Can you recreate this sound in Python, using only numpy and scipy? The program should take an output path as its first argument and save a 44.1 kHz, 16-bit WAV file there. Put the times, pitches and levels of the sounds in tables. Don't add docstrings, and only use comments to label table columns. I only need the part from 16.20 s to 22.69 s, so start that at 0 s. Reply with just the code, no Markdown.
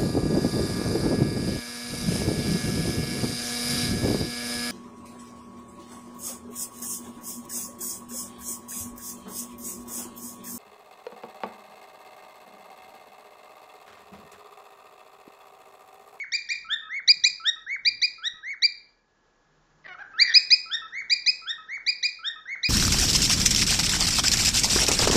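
import sys
import numpy as np
from scipy import signal
from scipy.fft import rfft, irfft
from scipy.io import wavfile
from scipy.ndimage import uniform_filter1d

SR = 44100
rng = np.random.default_rng(int(sys.argv[2]) if len(sys.argv) > 2 else 0)


def to_wav(sig):
    pcm = np.clip(np.atleast_2d(sig), -1, 1) * 32767
    pcm = np.round(pcm).astype(np.int16)
    wavfile.write(sys.argv[1], SR, pcm.T)


def level_to_linear(level):
    exponent = np.asarray(level, float) / 20
    return 10 ** exponent


N = 286209

# start in seconds, top pitch in Hz, 2nd partial in dB,
# 3rd partial in dB, swell of both in dB.
UPSWEEP_NOTES = [(0.875, 2451, -12, -36.5, 1.5), (1.036, 2467, -10.5, -33, -4),
                 (1.648, 2423, -18, -47.5, -1.8), (1.815, 2463, -19.5, -45, -6), (2.419, 2405, -17, -44, 4),
                 (4.1371, 2527, -10.5, -36, 2.7), (4.302, 2521, -12.5, -37.5, 1.5),
                 (4.896, 2439, -18.5, -42.5, 2), (5.0596, 2538, -17.5, -40, -1),
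                 (5.662, 2454, -21, -48.5, 1.5), (5.826, 2475, -22, -45.5, -7.5),
                 (6.429, 2495, -21.5, -50.5, -4.3)]
AVERTED_NOTES = [
    (.118, 2429, -26, -43.5, -1.5),
    (0.2867, 2443, -28.5, -47, -4),
]
GLIDE_NOTES = [(.445, 1847, -21, -52.5, -5.5), (1.198, 1905, -17.5, -34, 1.2),
               (1.98, 1942, -25.5, -42.5, 5), (4.457, 1868, -22, -34, -4.6),
               (5.217, 1876, -23.5, -39.5, -4.7), (5.988, 1871, -24, -41, -2.5)]
# start in seconds, stretch as a factor, top pitch in Hz,
# fundamental in dB, overtones in dB.
ARCH_NOTES = [(-.062, 0.98, 2245, -32, -56), (.69, 1.026, 2250, -29.5, -55.5),
              (1.463, 0.94, 2270, -27, -54), (2.225, 1.09, 2239, -31.5, -54.5),
              (4.713, .99, 2255, -32, -52.5), (5.475, 0.94, 2264, -32, -54.5),
              (6.254, .96, 2226, -32, -55.5)]
# start in seconds, length in seconds, pitch in Hz,
# level in dB, change to the end in dB.
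MURMURS = [
    (0.611, .078, 1280, -53, 11),
    (1.359, 0.084, 1293, -47, -21),
    (2.14, .08, 1277, -56.5, -6.5),
    (4.616, 0.058, 1300, -38.5, -15.5),
    (5.379, 0.081, 1286, -43, -26.5),
    (6.158, 0.056, 1269, -42, -31.5),
]
# time in seconds, share of the rise from 0 to 1,
# fundamental in dB, 2nd partial in dB, 3rd partial in dB.
UPSWEEP_SHAPE = [(0, 0.31, -15.5, -17, -2), (.005, 0.57, -8.5, -8.5, 11.5), (.011, 0.56, -6, -1.5, 8.5),
                 (.017, 0.81, 0, 0.5, 8), (.024, .94, -0.04, 0.5, 1.5), (.032, 0.97, 3.15, 2.7, 6.5),
                 (.041, 1, -4, 1.2, 5.6), (.046, 0.8, -14.5, -7, 1.1), (.049, .8, -24, -24.5, -17.5)]
GLIDE_SHAPE = [(0, .01, -18.5, -58.5, -49), (.038, .05, -18, -51.5, -57), (.051, .3, -10.5, -35, -31),
               (.058, .5, -8.5, -12, -21), (.066, .64, -6.5, -7, -12.5), (.078, .8, -2, -2.5, 0.5),
               (.094, .995, -1.5, -0.5, 4), (.101, .9, -5.5, -0.4, 1), (.106, .75, -17.5, -16.5, -22.5)]
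ARCH_SHAPE = [(0, .19, -14, -28, -32), (.02, .56, -6, -8, -8), (.04, .78, -2, -3, -4),
              (.06, .92, -1, -1, -3), (.078, 1, 0, 0, 0), (.09, .95, 0, 0, 0), (.099, .76, -2, -8, -4),
              (.107, .4, -8, -20, -14), (.114, -.05, -14, -30, -22)]
# time in seconds, pitch in Hz,
# fundamental in dB, 2nd partial in dB, 3rd partial in dB.
OPENING_SLIDE = [(3.935, 1282, -45.5, -57, -87), (3.96, 1314, -42.5, -61.5, -81.5),
                 (3.975, 1453, -42, -62.5, -65), (3.988, 1734, -27.5, -44.5, -47),
                 (4.0, 1993, -20.5, -16, -40), (4.01, 2179, -21, -18.5, -34), (4.021, 2369, -18, -9.5, -37),
                 (4.03, 2389, -24, -12, -40.5), (4.038, 2210, -44.5, -45, -32)]
HOARSE_NOTES = [
    [(4.036, 1880, -26.5, -53, -63), (4.065, 1990, -27, -44, -51), (4.095, 1879, -25, -40.5, -42.5),
     (4.13, 1692, -27, -31, -51)],
]
# time in seconds, pulse rate in Hz, level in dB,
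# strong-weak share from 0 to 1, roughness from 0 to 1.
MUTTER_SYLLABLES = [
    [(3.641, 650, -51, 0, 0.77), (3.655, 655, -42, 0.2, 0.34), (3.668, 608, -37.5, 0.5, 0.4),
     (3.68, 565, -54.5, 1, 0.6)],
    [(3.676, 790, -49, 0.8, 0.25), (3.705, 734.5, -46, 0.6, 0.01), (3.73, 721, -42, 0.2, 0.01),
     (3.746, 738, -56, .2, 0.2)],
    [(3.742, 783, -45.5, .1, .2), (3.752, 670, -35, 0.2, 0), (3.762, 576, -59, .1, .2)],
    [(3.785, 745, -40.5, .1, 0.1), (3.8, 802, -41, .1, 0.06), (3.815, 845, -38, 0, 0),
     (3.826, 768, -36, 0.2, 0), (3.836, 600, -61, 0, 0.08)],
    [(3.83, 780, -49, 0.2, 1.1), (3.9, 783, -57.5, .1, 0.5), (3.975, 811, -52.5, .1, 0.59)],
]
# centre in Hz, width in Hz, partials outside it in dB.
THROAT = [(1880, 180, -11.5), (1760, 1740, -14.5), (1330, 420, -32.5), (1440, 940, -19.5),
          (1556, 126.5, -43.5)]
# time in seconds, peak in dB.
BEAK_CLICKS = [
    (.045, -43),
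    (0.798, -48),
    (1.288, -36),
    (4.815, -55),
    (5.58, -38),
    (6.354, -36.5),
]
# time in seconds, frequency in Hz,
# depth in dB.
DIRECT_DIPS = [(.14, 4000, 18), (.31, 3900, 16), (.32, 4700, 7), (.9, 6900, 15), (1.06, 4650, 16),
               (1.07, 4950, 5), (1.52, 1900, 5), (1.67, 7000, 6), (1.84, 7200, 8), (2.28, 1500, 9),
               (2.44, 7000, 6), (4.16, 7500, 18), (4.325, 7450, 18), (4.51, 1700, 12), (4.77, 1620, 12),
               (4.92, 4350, 6), (5.08, 7500, 15), (5.27, 1730, 14), (5.53, 1620, 15), (5.685, 4400, 4),
               (5.85, 4500, 5), (6.04, 1790, 10.5), (6.31, 1800, 11), (6.45, 4700, 6)]
# time in seconds, room level in dB.
HEAD_TURNS = [(0, -9), (.4, -6), (.6, -8.5), (.9, -16), (1.299, -14.5), (1.9, -11), (2.45, -13), (3.7, -10),
              (4.001, -9.5), (4.35, -11.5), (4.699, -6), (5.099, -11), (5.5, -9), (6.49, -7.5)]
# frequency in Hz, time to fall by 60 dB in seconds.
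ROOM_DECAY = [(500, .5), (2000, .46), (4500, .45), (7500, .38)]
# frequency in Hz, level in dB.
ROOM_COLOUR = [(500, 8.5), (2000, 5), (4500, -0.63), (7500, -1)]
# time in seconds, level in dB, width in seconds.
BUMPS = [
    (.5, -65.5, 0.077),
    (.96, -64.5, 0.083),
    (1.09, -65, 0.064),
    (1.72, -59, 0.089),
    (2.14, -59.5, .008),
    (4.171, -46.5, .011),
    (4.336, -49.5, 0.012),
    (4.85, -65, 0.034),
    (5.09, -58, 0.024),
]
# time in seconds, pitch in Hz, level in dB.
MOTOR_DRONE = [(3.2, 150, -87.5), (3.3, 153.1, -71), (3.9, 154, -69), (4.0, 150, -99.5)]
# frequency in Hz, level in dB.
STEADY_TONES = [(35, -75), (1689, -77)]
# frequency in Hz, level in dB per Hz.
HISS_COLOUR = [(15, -36), (25, 0.5), (59, -15), (148, -9), (369, -10), (492, -9), (555, -13.5), (988, -11),
               (1560, -15), (1720, -16), (2290, -24), (7090, -26), (7800, -42), (10100, -71.5),
               (17200, -120)]
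# time in seconds, level in the low mids in dB.
HISS_LEVEL = [(0.0, -73.5), (0.98, -70), (2.87, -73.5), (3.851, -65), (6.0, -70.5), (6.49, -69.5)]


def whistles():
    out = np.zeros((2, N + SR))
    sweeps = [sing(UPSWEEP_SHAPE, s, hz, -26.5, *rest, stretch=1.06, rest_hz=1130)
              for s, hz, *rest in AVERTED_NOTES]
    sweeps += [sing(UPSWEEP_SHAPE, s, hz, -17 + 0.3777 * db, db, *rest)
               for s, hz, db, *rest in UPSWEEP_NOTES]
    glides = [sing(GLIDE_SHAPE, s, hz, -12.5 + 0.6968 * db, db, *rest)
              for s, hz, db, *rest in GLIDE_NOTES]
    arches = [sing(ARCH_SHAPE, s, hz, db, over_db, over_db, stretch=stretch)
              for s, stretch, hz, db, over_db in ARCH_NOTES]
    murmurs = [murmur(*row) for row in MURMURS]
    # notes, hoarseness from 0 to 1, top partial in dB
    voices = [(sweeps + arches + [OPENING_SLIDE], .08, -60), (glides, .08, -27),
              (murmurs, .17, -18), (HOARSE_NOTES, .5, -25)]
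    for notes, hoarse, next_db in voices:
        for note in notes:
            start, (hz, *levels_db), fade = unroll(note)
            count = len(hz)
            shaky_hz = hz * (1 + .03 * hoarse * wobble(count, rate_hz=150))
            phase = 2 * np.pi * np.cumsum(shaky_hz) / SR
            middle_s = (start + count / 2) / SR
            top_db = levels_db[-2:][0] + next_db
            for k, level_db in enumerate(levels_db + [top_db], 1):
                flutter = 1 - hoarse + hoarse * wobble(count, rate_hz=120 * k)
                partial = np.sqrt(2) * level_to_linear(level_db) * flutter * fade * np.sin(k * phase + k * k)
                heard = level_to_linear(-dip_db(middle_s, k * hz))
                place = slice(SR + start, SR + start + count)
                out[0, place] += heard * partial
                out[1, place] += partial
    return out[:, SR:]


def sing(shape, start, top_hz, first_db, second_db, third_db, swell_db=0, stretch=1, rest_hz=1300):
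    s, rise, first, second, third = np.transpose(shape)
    lean_db = swell_db * (s / s[-1] - .5)
    return np.transpose([start + stretch * s, rest_hz + rise * (top_hz - rest_hz), first_db + first,
                         second_db + second + lean_db, third_db + third + lean_db])


def murmur(start, length, hz, level_db, change_db):
    share = np.linspace(0, 1, 5)
    return np.transpose([start + length * share, hz + 0 * share, level_db + change_db * share ** 2])


def dip_db(s, hz):
    width, reach_s = 0.049, .045
    return sum(db * np.exp(-(np.log(hz / dip_hz) / width) ** 2)
               for at, dip_hz, db in DIRECT_DIPS if abs(at - s) < reach_s)


def mutter():
    out = np.zeros(N)
    for note, (centre_hz, width_hz, skirt_db) in zip(MUTTER_SYLLABLES, THROAT):
        start, (hz, level_db, uneven, rough), fade = unroll(note)
        count = len(hz)
        phase = np.pi * np.cumsum(hz * (1 + 0.087 * rough * wobble(count, rate_hz=150))) / SR
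        k = np.arange(1, 17)[:, None]
        off_centre = (k * hz / 2 - centre_hz) / width_hz * 2
        throat = 1 / (1 + off_centre ** 4) + level_to_linear(skirt_db - 0.76 * k)
        strength = np.where(k % 2, uneven * (k < 7), 1)
        partials = throat * strength * np.sin(k * phase + k * k)
        edges = [max(centre_hz - width_hz, 300), centre_hz + width_hz]
        breath = band_pass(rng.standard_normal(SR // 4)[:count], 3, edges) * 5.4
        tremble = 1 + rough * wobble(count, rate_hz=106)
        voice = partials.sum(axis=0) + 2.0 * rough * breath
        out[start:start + count] += level_to_linear(level_db) * fade * tremble * voice
    return out


def beak():
    clicks = np.zeros(N)
    for s, db in BEAK_CLICKS:
        clicks[round(s * SR)] = level_to_linear(db) * 10
    return band_pass(clicks, 3, [650, 2200])


def room(x):
    t = np.arange(int(.8 * SR)) / SR
    edges = 400 * 2 ** np.arange(0, 4.6, .5)
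    white = rng.standard_normal((2, len(t)))
    tail = 0
    for k, (low, high) in enumerate(zip(edges, edges[1:])):
        middle_hz = np.sqrt(low * high)
        decay_db = -60 * t / at_hz(ROOM_DECAY, middle_hz)
        band = band_pass(white[k % 2], 2, [low, high])
        tail = tail + band * level_to_linear(at_hz(ROOM_COLOUR, middle_hz) + decay_db)
    gap = np.clip((t - .008) / .012, 0, 1)
    early_boost = 1 + .6 * np.exp(-t / 0.03)
    return signal.fftconvolve(x, tail * gap * early_boost / 45)[:N]


def low_bumps():
    rumble = band_pass(rng.standard_normal(N), 2, [30, 200]) * 10
    t = np.arange(N) / SR
    return (rumble + 1.9) * sum(level_to_linear(db) * np.exp(-((t - s) / width) ** 2) for s, db, width in BUMPS)


def motor():
    t = np.arange(N) / SR
    out = sum(level_to_linear(db) * np.sqrt(2) * np.sin(2 * np.pi * tone_hz * t) for tone_hz, db in STEADY_TONES)
    start, (hz, level_db), _ = unroll(MOTOR_DRONE)
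    gain = level_to_linear(level_db + 3.0 * wobble(len(hz), rate_hz=8))
    out[start:start + len(hz)] += gain * np.sin(2 * np.pi * np.cumsum(hz) / SR)
    return out


def hiss():
    hz = np.maximum(np.arange(N // 2 + 1) * SR / N, 1)
    bins = rfft(rng.standard_normal(N)) * level_to_linear(at_hz(HISS_COLOUR, hz))
    low_mid = np.sqrt(2 * np.sum(np.abs(bins[(hz > 250) & (hz < 900)]) ** 2)) / N
    s, level_db = np.transpose(HISS_LEVEL)
    gain_db = np.interp(np.arange(N) / SR, s, level_db) + .8 * wobble(N, rate_hz=6)
    return irfft(bins, N) / low_mid * level_to_linear(gain_db)


def at_hz(points, hz):
    point_hz, value = np.transpose(points)
    return np.interp(np.log(hz), np.log(point_hz), value)


def band_pass(x, order, edges_hz):
    return signal.sosfilt(signal.butter(order, edges_hz, "band", fs=SR, output="sos"), x)


def wobble(count, rate_hz):
    white = rng.standard_normal(count // 8192 * 8192 + 12192)
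    slow = signal.sosfilt(signal.butter(2, rate_hz, fs=SR, output="sos"), white)
    return slow[4000:4000 + count] / np.sqrt(2.2 * rate_hz / SR)


def unroll(note, round_s=.004, fade_s=.003):
    s, *columns = np.transpose(note)
    start = round(s[0] * SR)
    t = np.arange(start, round(s[-1] * SR)) / SR
    width = max(int(round_s * SR), 1)
    curves = [uniform_filter1d(np.interp(t, s, c), width, mode="nearest") for c in columns]
    to_edge = np.minimum(t - s[0], s[-1] - t)
    fade = np.sin(np.pi / 2 * np.clip(to_edge / fade_s, 0, 1)) ** 2
    return start, curves, fade


def scene():
    direct, sent = whistles() + mutter() + beak()
    s, room_db = np.transpose(HEAD_TURNS)
    wet = room(sent * level_to_linear(np.interp(np.arange(N) / SR, s, room_db)))
    return (direct + wet + low_bumps() + motor() + hiss())[None]


def drop_faint_bands(x, depth_db=47, spread_db=5.5, low_db=9):
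    frames = signal.stft(x, nperseg=2048)[2]
    power = np.abs(frames) ** 2
    band = np.arange(len(frames)) // 12
    band_power = np.add.reduceat(power, np.arange(0, len(frames), 12))
    level_db = 10 * np.log10(band_power + 1e-20)
    margin_db = level_db - level_db.max(axis=0) + depth_db
    margin_db += spread_db * rng.standard_normal(level_db.shape)
    margin_db[:5] += low_db * np.linspace(2, 1, 5)[:, None]
    margin_db -= np.linspace(0, 22, len(level_db))[:, None]
    keep = np.clip(margin_db / 4 + .5, 0, 1)
    within_db = 10 * np.log10(12 * power + 1e-20) - level_db[band]
    strong = within_db + margin_db[band] > 5.0
    return signal.istft(frames * keep[band] * strong, nperseg=2048)[1][:N]


def band_limit(x):
    return signal.sosfilt(signal.butter(12, 8760, fs=SR, output="sos"), x)


def record(dry):
    native_rate_hz = 16000
    x = signal.sosfilt(signal.butter(1, 25, "high", fs=SR, output="sos"), dry[0])
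    x = signal.sosfilt(signal.ellip(8, .5, 60, 7600, fs=SR, output="sos"), x)
    x = drop_faint_bands(x)
    hz = np.arange(N // 2 + 1) * SR / N
    mirror = rfft(2 * x * np.cos(2 * np.pi * native_rate_hz * np.arange(N) / SR))
    leak = np.where(hz > native_rate_hz / 2, level_to_linear(-14.5 - 0.025 * np.maximum(hz - 8450, 0)), 0)
    mix = (x + irfft(mirror * leak, N))[None]
    return band_limit(mix)


dry = scene()
out = record(dry)
to_wav(out)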